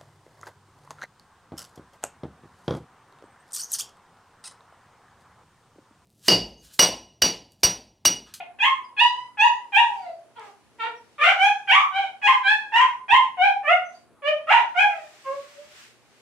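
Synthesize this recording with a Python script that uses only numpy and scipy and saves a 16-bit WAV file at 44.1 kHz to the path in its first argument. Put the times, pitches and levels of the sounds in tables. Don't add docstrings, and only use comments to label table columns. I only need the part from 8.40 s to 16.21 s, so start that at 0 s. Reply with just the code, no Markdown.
import sys
import numpy as np
from scipy import signal
from scipy.fft import rfft, irfft, next_fast_len
from scipy.io import wavfile
from scipy.ndimage import uniform_filter1d, minimum_filter1d, map_coordinates

SR = 44100
rng = np.random.default_rng(int(sys.argv[2]) if len(sys.argv) > 2 else 0)


def master(y):
    cut = np.clip(np.atleast_2d(y).T, -1, 1)
    pcm = np.round(cut * 32767)
    wavfile.write(sys.argv[1], SR, pcm.astype(np.int16))


N = 344417
TOP_HZ = 15720


def amp(db):
    return 10 ** (np.asarray(db) / 20)


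def unit(x):
    return x / np.sqrt(np.mean(x ** 2) + 1e-20)


def along(points, hz):
    f, v = np.transpose(points)
    return np.interp(np.log(hz + 1), np.log(f + 1), v)


def wobble(rate, size):
    knots = rng.standard_normal(int(size * rate / SR) + 4)
    return map_coordinates(knots, [np.arange(size) * rate / SR])


def filtered(x, response):
    n = x.shape[-1]
    m = next_fast_len(n + 4096)
    return irfft(rfft(x, m) * response(np.fft.rfftfreq(m, 1 / SR)), m)[..., :n]


def spread(pair, alike):
    def weights(hz):
        turn = np.arccos(np.clip(along(alike, hz), -1, 1)) / 2
        return np.array([np.cos(turn), np.sin(turn)])

    mid, side = filtered(pair, weights)
    return np.array([mid + side, mid - side])


def rush(spectrum, alike, patchy_db):
    z = signal.stft(rng.standard_normal((2, N)), nperseg=512)[2]
    field = rng.standard_normal(z.shape[1:])
    field = uniform_filter1d(uniform_filter1d(field, 6, 0), 14, 1)
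    pair = signal.istft(z * amp(patchy_db * unit(field)), nperseg=512)[1][:, :N]
    shaped = filtered(pair, lambda hz: amp(along(spectrum, hz)))
    return unit(spread(shaped, alike))


def gesture(s, first_hz, top_hz, last_hz, wait, rise, attack, held, whimper, db, mouth_db, hoarse, half,
            settled_db, sag_db):
    whimper = max(whimper, 0)
    t = np.arange(0, .44, .002)
    release_db_per_s, release_s = 698, .06
    end = held + release_s + whimper

    catch, catch_s = .055, .012
    rise_bend = .85
    drift_share, drift_bend = .45, 1.5
    risen = np.clip((t - wait) / rise, 0, 1)
    since_top = t - wait - rise
    left = max(end - wait - rise, .01)
    drift = 1 - np.exp(-(np.maximum(since_top, 0) / (drift_share * left)) ** drift_bend)
    hz = first_hz * (1 + catch * np.exp(-t / catch_s))
    hz = hz + (top_hz - first_hz) * risen ** rise_bend + (last_hz - top_hz) * drift

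    onset_db = 26.5
    whimper_db, whimper_fade_db = 18.5, 19.5
    after = np.maximum(t - held, 0)
    fall_db = release_db_per_s * after
    if whimper > .01:
        whimper_fall_db = whimper_db + whimper_fade_db * (after / (end - held)) ** 2
        whimper_fall_db = whimper_fall_db + release_db_per_s * np.maximum(t - end, 0)
        fall_db = np.minimum(fall_db, whimper_fall_db)
    level = db - onset_db * np.maximum(1 - t / attack, 0) ** 2
    level = level - sag_db * np.clip(t - attack, 0, held) - fall_db
    level = level + wobble(35, SR)[::SR // 500][:len(t)]

    gape_db, gape_s, close_db, close_s = 4, 0.011, 5, 0.061
    settled = np.clip(since_top / 0.018, 0, 1)
    closed = np.clip(1 + (t - held) / close_s, 0, 1)
    mouth = mouth_db + gape_db * np.exp(-t / gape_s) - settled_db * settled - close_db * closed

    clear_start = 0.58
    strain = clear_start + (1 - clear_start) * risen
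    return np.transpose([s + t, hz, level, mouth, hoarse * strain, half * risen])


def cry(rows, slope_db, treble_db, length):
    # (frequency at length ratio 1 [Hz], gain [dB])
    throat_points = [(100, -61.5), (300, -24), (450, -7.5), (600, 0.5), (1000, 1.5), (1500, -0.5),
                     (2500, 5.5), (3300, -3), (4200, -26.5), (5100, -31), (6200, -32), (8000, -38.5),
                     (10500, -48.5), (12000, -60.5), (14000, -64), (16000, -66)]
    # (frequency [Hz], relative level per Hz [dB])
    rasp_points = [(3000, -31.5), (4200, -1), (7000, -1.5), (10300, -9.5), (11300, -22.5), (14000, -24),
                   (15500, -35.5)]
    s, *cols = np.transpose(rows)
    t = np.arange(s[0], s[-1], 1 / SR)
    hz, db, mouth_db, hoarse, half = (np.interp(t, s, c) for c in cols)
    hoarse = np.clip(hoarse, 0, 1)
    phase = 2 * np.pi * np.cumsum(hz) / SR
    wander = 2 * np.pi * np.cumsum(hz * 0.15 * hoarse * wobble(220, len(t))) / SR

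    k = np.arange(1, 50)[:, None] / 2
    share = np.where(k % 1, np.abs(half) * (k > 1), 1)
    loudest_db = np.maximum.accumulate(db)
    effort_db = 0.47 * (loudest_db + 12.5) * np.log2(np.maximum(k / 2, 1))
    treble = along([(3600, 0), (4300, 1)], k * hz * length)
    facing_db = slope_db * np.log2(np.clip(k / 2, 1, 3)) + treble_db * treble
    fading_db = 0.18 * (loudest_db - db) * treble
    throat_db = along(throat_points, k * hz * length)
    gain = share * amp(throat_db + mouth_db * (k > 1) + effort_db + facing_db + fading_db)
    gain *= k * hz < TOP_HZ
    gain *= amp(3.5 * rng.standard_normal(k.shape) * (k > 4))

    flutter = np.where(k > 1, 1, .25) * wander
    partials = gain * np.sin(k * (phase + flutter) + 0.35 * k ** 2)
    tone = np.sum(partials, axis=0) * np.sqrt(2 / np.sum(gain ** 2, axis=0))
    tone *= amp(8.5 * hoarse * wobble(350, len(t)))

    puffs = rng.standard_normal(len(t)) * (1 + np.cos(phase + wander))
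    rasp = amp(-41 + mouth_db / 3) * unit(filtered(puffs, lambda f: amp(along(rasp_points, f))))
    tilt = [(500, -16.0), (1500, 5.0)]  # (frequency [Hz], gain [dB])
    air = unit(filtered(puffs, lambda f: amp(along(throat_points, f * length) + along(tilt, f))))
    burst = 0.66 * amp(-60 * (t - s[0]) / 0.06)
    air_gain = 0.19 * hoarse * amp(mouth_db / 2) + burst
    voice = np.sqrt(1 - hoarse ** 2) * tone + air_gain * air + rasp
    return amp(db) * voice * np.minimum((t - s[0]) / .002, 1)


def in_stall(out, s, x, direct_db):
    # (frequency [Hz], time to fall by 60 dB [s])
    decay_points = [(300, 0.47), (1000, 0.36), (3000, 0.28), (6000, 0.37), (10000, 0.28)]
    # (frequency [Hz], correlation [-1 to 1])
    echo_likeness = [(300, 0.81), (800, 0.68), (2000, 0.26), (5000, -.1)]
    hz, t, z = signal.stft(rng.standard_normal((2, SR * 3 // 4)), SR, nperseg=256)
    decay = amp(-60 * t / along(decay_points, hz)[:, None])
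    tail = signal.istft(z * decay, SR, nperseg=256)[1]
    tail = spread(tail / np.linalg.norm(tail[0]), echo_likeness)
    tail[:, 0] += amp(direct_db)
    wet = signal.fftconvolve(x[None], tail, axes=1)
    start = round(s * SR)
    padding = ((0, 0), (start, max(N - start - wet.shape[1], 0)))
    return out + np.pad(wet, padding)[:, :N]


def dog_cries():
    # (start [s], first pitch [Hz], top pitch [Hz], last pitch [Hz], wait before the rise [s],
    #   rise [s], attack [s], held until after the start [s], whimper length [s], level [dB],
    #   mouth opening as overtone gain [dB], hoarseness [0-1], half-pitch share [0-1],
    #   overtone slope [dB per octave], treble gain above the muzzle's cut-off [dB], throat length [ratio],
    #   overtone loss once at the top [dB], sag while held [dB per s])
    cry_rows = [ (0, 747, 689, 684, .002, 0.0033, 0.0029, .003, 0, -26.5, -17, 0, 1, 6.5, 9.5, 0.98, -1, 45),
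                (0.186, 811.4, 1085, 978, .028, .045, 0.042, 0.11, .17, -14, 3.5, .25, 0, 5.5, -3.5, 1.01, 18, 61.5),
                (.565, 819.5, 958.8, 1003, .025, .025, 0.046, 0.083, 0.17, -13.5, -2.5, .06, 0, 7, -4.5, 0.97, 2, 11),
                (0.971, 823, 959, 995, 0.031, 0.042, 0.047, .09, 0.15, -10, -6, 0.1, 0, 5, -4, 1.016, 3, 90.5),
                (1.32, 789.6, 961.6, 711.6, .035, .04, 0.041, .105, 0.22, -12, -2.5, .05, .05, 2.5, -1.5, 0.99, 18.5, 29.5),
                (1.598, 738, 688, 592, 0.023, 0.04, 0.074, 0.1, .1, -33.5, -19, 0.11, 0.3, 12, 17, 1.2, 8, 42),
                (1.953, 461.4, 425, 371, 0.0185, 0.0336, 0.013, 0.123, 0.036, -41, -11, 0.2, 0.36, 1.5, 7, 0.76, 3, 63),
                (2.384, 449.4, 477.4, 438, .04, 0.041, 0.025, 0.073, 0, -24, 1, 0.13, 0.23, 0.5, 9, 0.94, 7.5, 67.5),
                (2.781, 566.6, 804.6, 789, .022, .1, 0.058, 0.11, 0.063, -12, 6, .32, 0.17, -5.5, 6, 0.93, 2.5, 53),
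                (2.97, 695.3, 829.5, 841, .005, 0.087, 0.057, 0.1, 0.065, -12.5, -1, .08, 0.07, -2, 10, 0.98, 0.5, 19),
                (3.273, 771.6, 1158, 1110, .035, .045, 0.044, 0.14, 0.075, -8, -1.5, .24, 0.1, 4, -4, 1.028, 19, 76),
                (3.501, 730.5, 800, 738.6, 0.0093, .09, 0.064, .145, 0.022, -24, -6, 0.2, 0.02, 5, 5, .93, -1, 53),
                (3.815, 815.8, 1059, 988.5, .048, .02, 0.053, 0.13, 0, -9.5, 0.5, .2, 0.3, .5, 1, 1.04, 13, 70.5),
                (4.027, 777, 856, 817, 0.029, .05, 0.051, 0.1, 0.18, -14.5, 12.5, 0.11, 0, -12.5, 12.5, 0.84, 2.5, 59.5),
                (4.319, 875, 1023, 1007, .022, .07, 0.044, 0.11, 0.089, -10, -5, 0.3, 0.6, 4, -2.5, 1.07, 12.5, 41.5),
                (4.681, 801, 1047, 1039, .024, .04, 0.041, 0.071, 0, -8, -5, .18, 0, 0.5, -4, .99, 1, 18.5),
                (4.969, 720.4, 823.3, 763, .04, 0.049, 0.061, 0.12, 0, -13, -8, .07, 0.01, -0.5, 2, 1.07, 3, 47),
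                (5.231, 578, 718.4, 738, .035, .05, 0.096, 0.091, 0, -11, 0.5, 0, 0.05, -3, -7, 1.073, 13, 29),
                (5.819, 559.7, 624, 626.5, 0.027, .06, 0.063, 0.068, 0.13, -16.5, -6.5, 0.06, 0.08, 2.5, 1.5, 1.006, 7, 26.5),
                (6.07, 622.5, 947, 883, .022, .028, 0.069, 0.092, .04, -7.5, 0, 0.3, .55, -5.5, 4.5, 0.99, 10, 97.5),
                (6.343, 700.6, 833.7, 591, .025, .035, 0.054, 0.094, 0.17, -11, 0.5, .1, 0.03, -2, 3.5, 1.06, 4.5, 66.5),
                (6.84, 528.4, 566.5, 595, 0.015, 0.094, 0.031, 0.096, 0.35, -28.5, -5.5, 0.09, 0.12, -12, 6, 0.96, 5, 36),
                (7.082, 564.4, 596, 545, .06, 0.067, .11, 0.13, 0.064, -45, -26, 0, .1, -9, 6, 1.2, -2, 53),
                ]
    out = np.zeros((2, N))
    for *course, slope_db, treble_db, length, settled_db, sag_db in cry_rows:
        rows = gesture(*course, settled_db, sag_db)
        out = in_stall(out, course[0], cry(rows, slope_db, treble_db, length), direct_db=-8.0)
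    return out


def fan_rumble():
    # (frequency [Hz], relative level per Hz [dB])
    fan_points = [(20, -47.5), (60, -1), (120, -2.5), (220, -1.5), (400, 1), (650, -3.5), (1000, -4),
                  (1600, -9.5), (2500, -17.5), (3700, -22), (5500, -27.5), (8000, -23.5), (10000, -18.5),
                  (12000, -33), (15700, -37)]
    # (frequency [Hz], correlation [-1 to 1])
    fan_likeness = [(60, 0.12), (150, 0.28), (400, 0.75), (1000, 1), (5000, 0.41)]
    return amp(-62) * rush(fan_points, fan_likeness, patchy_db=1.5)


def water_and_breath_hiss():
    # (frequency [Hz], relative level per Hz [dB])
    hiss_points = [(300, -28), (800, -9), (1600, -0.5), (2500, 0), (3700, -4), (5500, -5.5), (8000, -9),
                   (10000, -18.5), (12000, -19.5), (14000, -23), (15700, -26.5)]
    # (time [s], level before the flicker [dB])
    water_course = [(0, -77), (2.602, -66), (3.001, -63), (5.7, -79), (6.4, -61), (6.55, -56), (6.96, -53),
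                    (7.26, -55), (7.521, -62), (7.62, -65.5), (7.81, -60)]
    # (time [s], peak level before the flicker [dB], half-width to 1/e [s])
    breath_swells = [(1.5, -58, .15), (2.068, -59, .06), (5.562, -64.5, 0.081), (7.408, -51.5, 0.087)]
    now = np.arange(N) / SR
    times, levels = np.transpose(water_course)
    strength = amp(np.interp(now, times, levels))
    for s, db, width in breath_swells:
        strength += amp(db) * np.exp(-((now - s) / width) ** 2)
    strength *= amp(.5 * wobble(6.6, N))
    return strength * rush(hiss_points, [(800, .2), (4000, 0)], patchy_db=.6)


def motor_hum():
    # (mean frequency [Hz], level before the wobble [dB])
    hum_tones = [(118, -69.5), (140, -79.5), (240, -70.5)]
    out = np.zeros((2, N))
    for hz, db in hum_tones:
        phase = 2 * np.pi * np.cumsum(hz * (1 + 0.0057 * wobble(8.6, N))) / SR
        out += amp(db + 4 * wobble(8.5, N)) * np.sin(phase + [[0], [1.9]])
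    return out


def nose_whistles(out):
    # (start [s], mean pitch [Hz], level before flicker and echoes [dB], length [s])
    whistle_rows = [(0.431, 4940, -59.5, 0.038), (1.527, 4670, -61, 0.15), (1.638, 4580, -67, 0.15),
                    (2.55, 5630, -62, 0.057), (5.435, 6140, -55, 0.086), (5.522, 4670, -59, 0.094)]
    for s, hz, db, length in whistle_rows:
        t = np.arange(0, length, 1 / SR)
        pitch = hz * (1 + 0.006 * wobble(150, len(t)))
        flicker = amp(3 * wobble(90, len(t)))
        tone = np.sin(2 * np.pi * np.cumsum(pitch) / SR)
        whistle = amp(db) * flicker * np.hanning(len(t)) * tone
        out = in_stall(out, s, whistle, direct_db=-2.0)
    return out


def glass_drips(out):
    # (time [s], level before the tick's filter and echoes [dB])
    drip_rows = [(1.996, -52)]
    tick_points = [(2500, -32), (4500, 9.5), (10500, -0.5), (12500, -19)]  # (frequency [Hz], gain [dB])
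    t = np.arange(SR // 50) / SR
    for s, db in drip_rows:
        tick = filtered(rng.standard_normal(len(t)), lambda hz: amp(along(tick_points, hz)))
        tick *= amp(db - 60 * t / 0.011)
        out = in_stall(out, s, tick, direct_db=5)
    return out


def scene():
    voice = nose_whistles(dog_cries())
    background = glass_drips(fan_rumble() + water_and_breath_hiss() + motor_hum())
    return voice * amp([[-.3], [.3]]) + background


def record(dry):
    cut = filtered(dry, lambda hz: hz ** 2 / (hz ** 2 + 45 ** 2))
    knee, squeeze, look_s = .45, .38, .008
    span = round(look_s * SR)
    tops = -minimum_filter1d(-np.abs(cut).max(0), size=span)
    cut = cut * uniform_filter1d(np.maximum(tops / knee, 1) ** -squeeze, size=span)
    needed = np.minimum(1, .655 / np.abs(cut + 1e-9))
    gain = uniform_filter1d(minimum_filter1d(needed, size=27), size=27)
    return filtered(cut * gain, lambda hz: hz < TOP_HZ)


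dry = scene()
out = record(dry)
master(out)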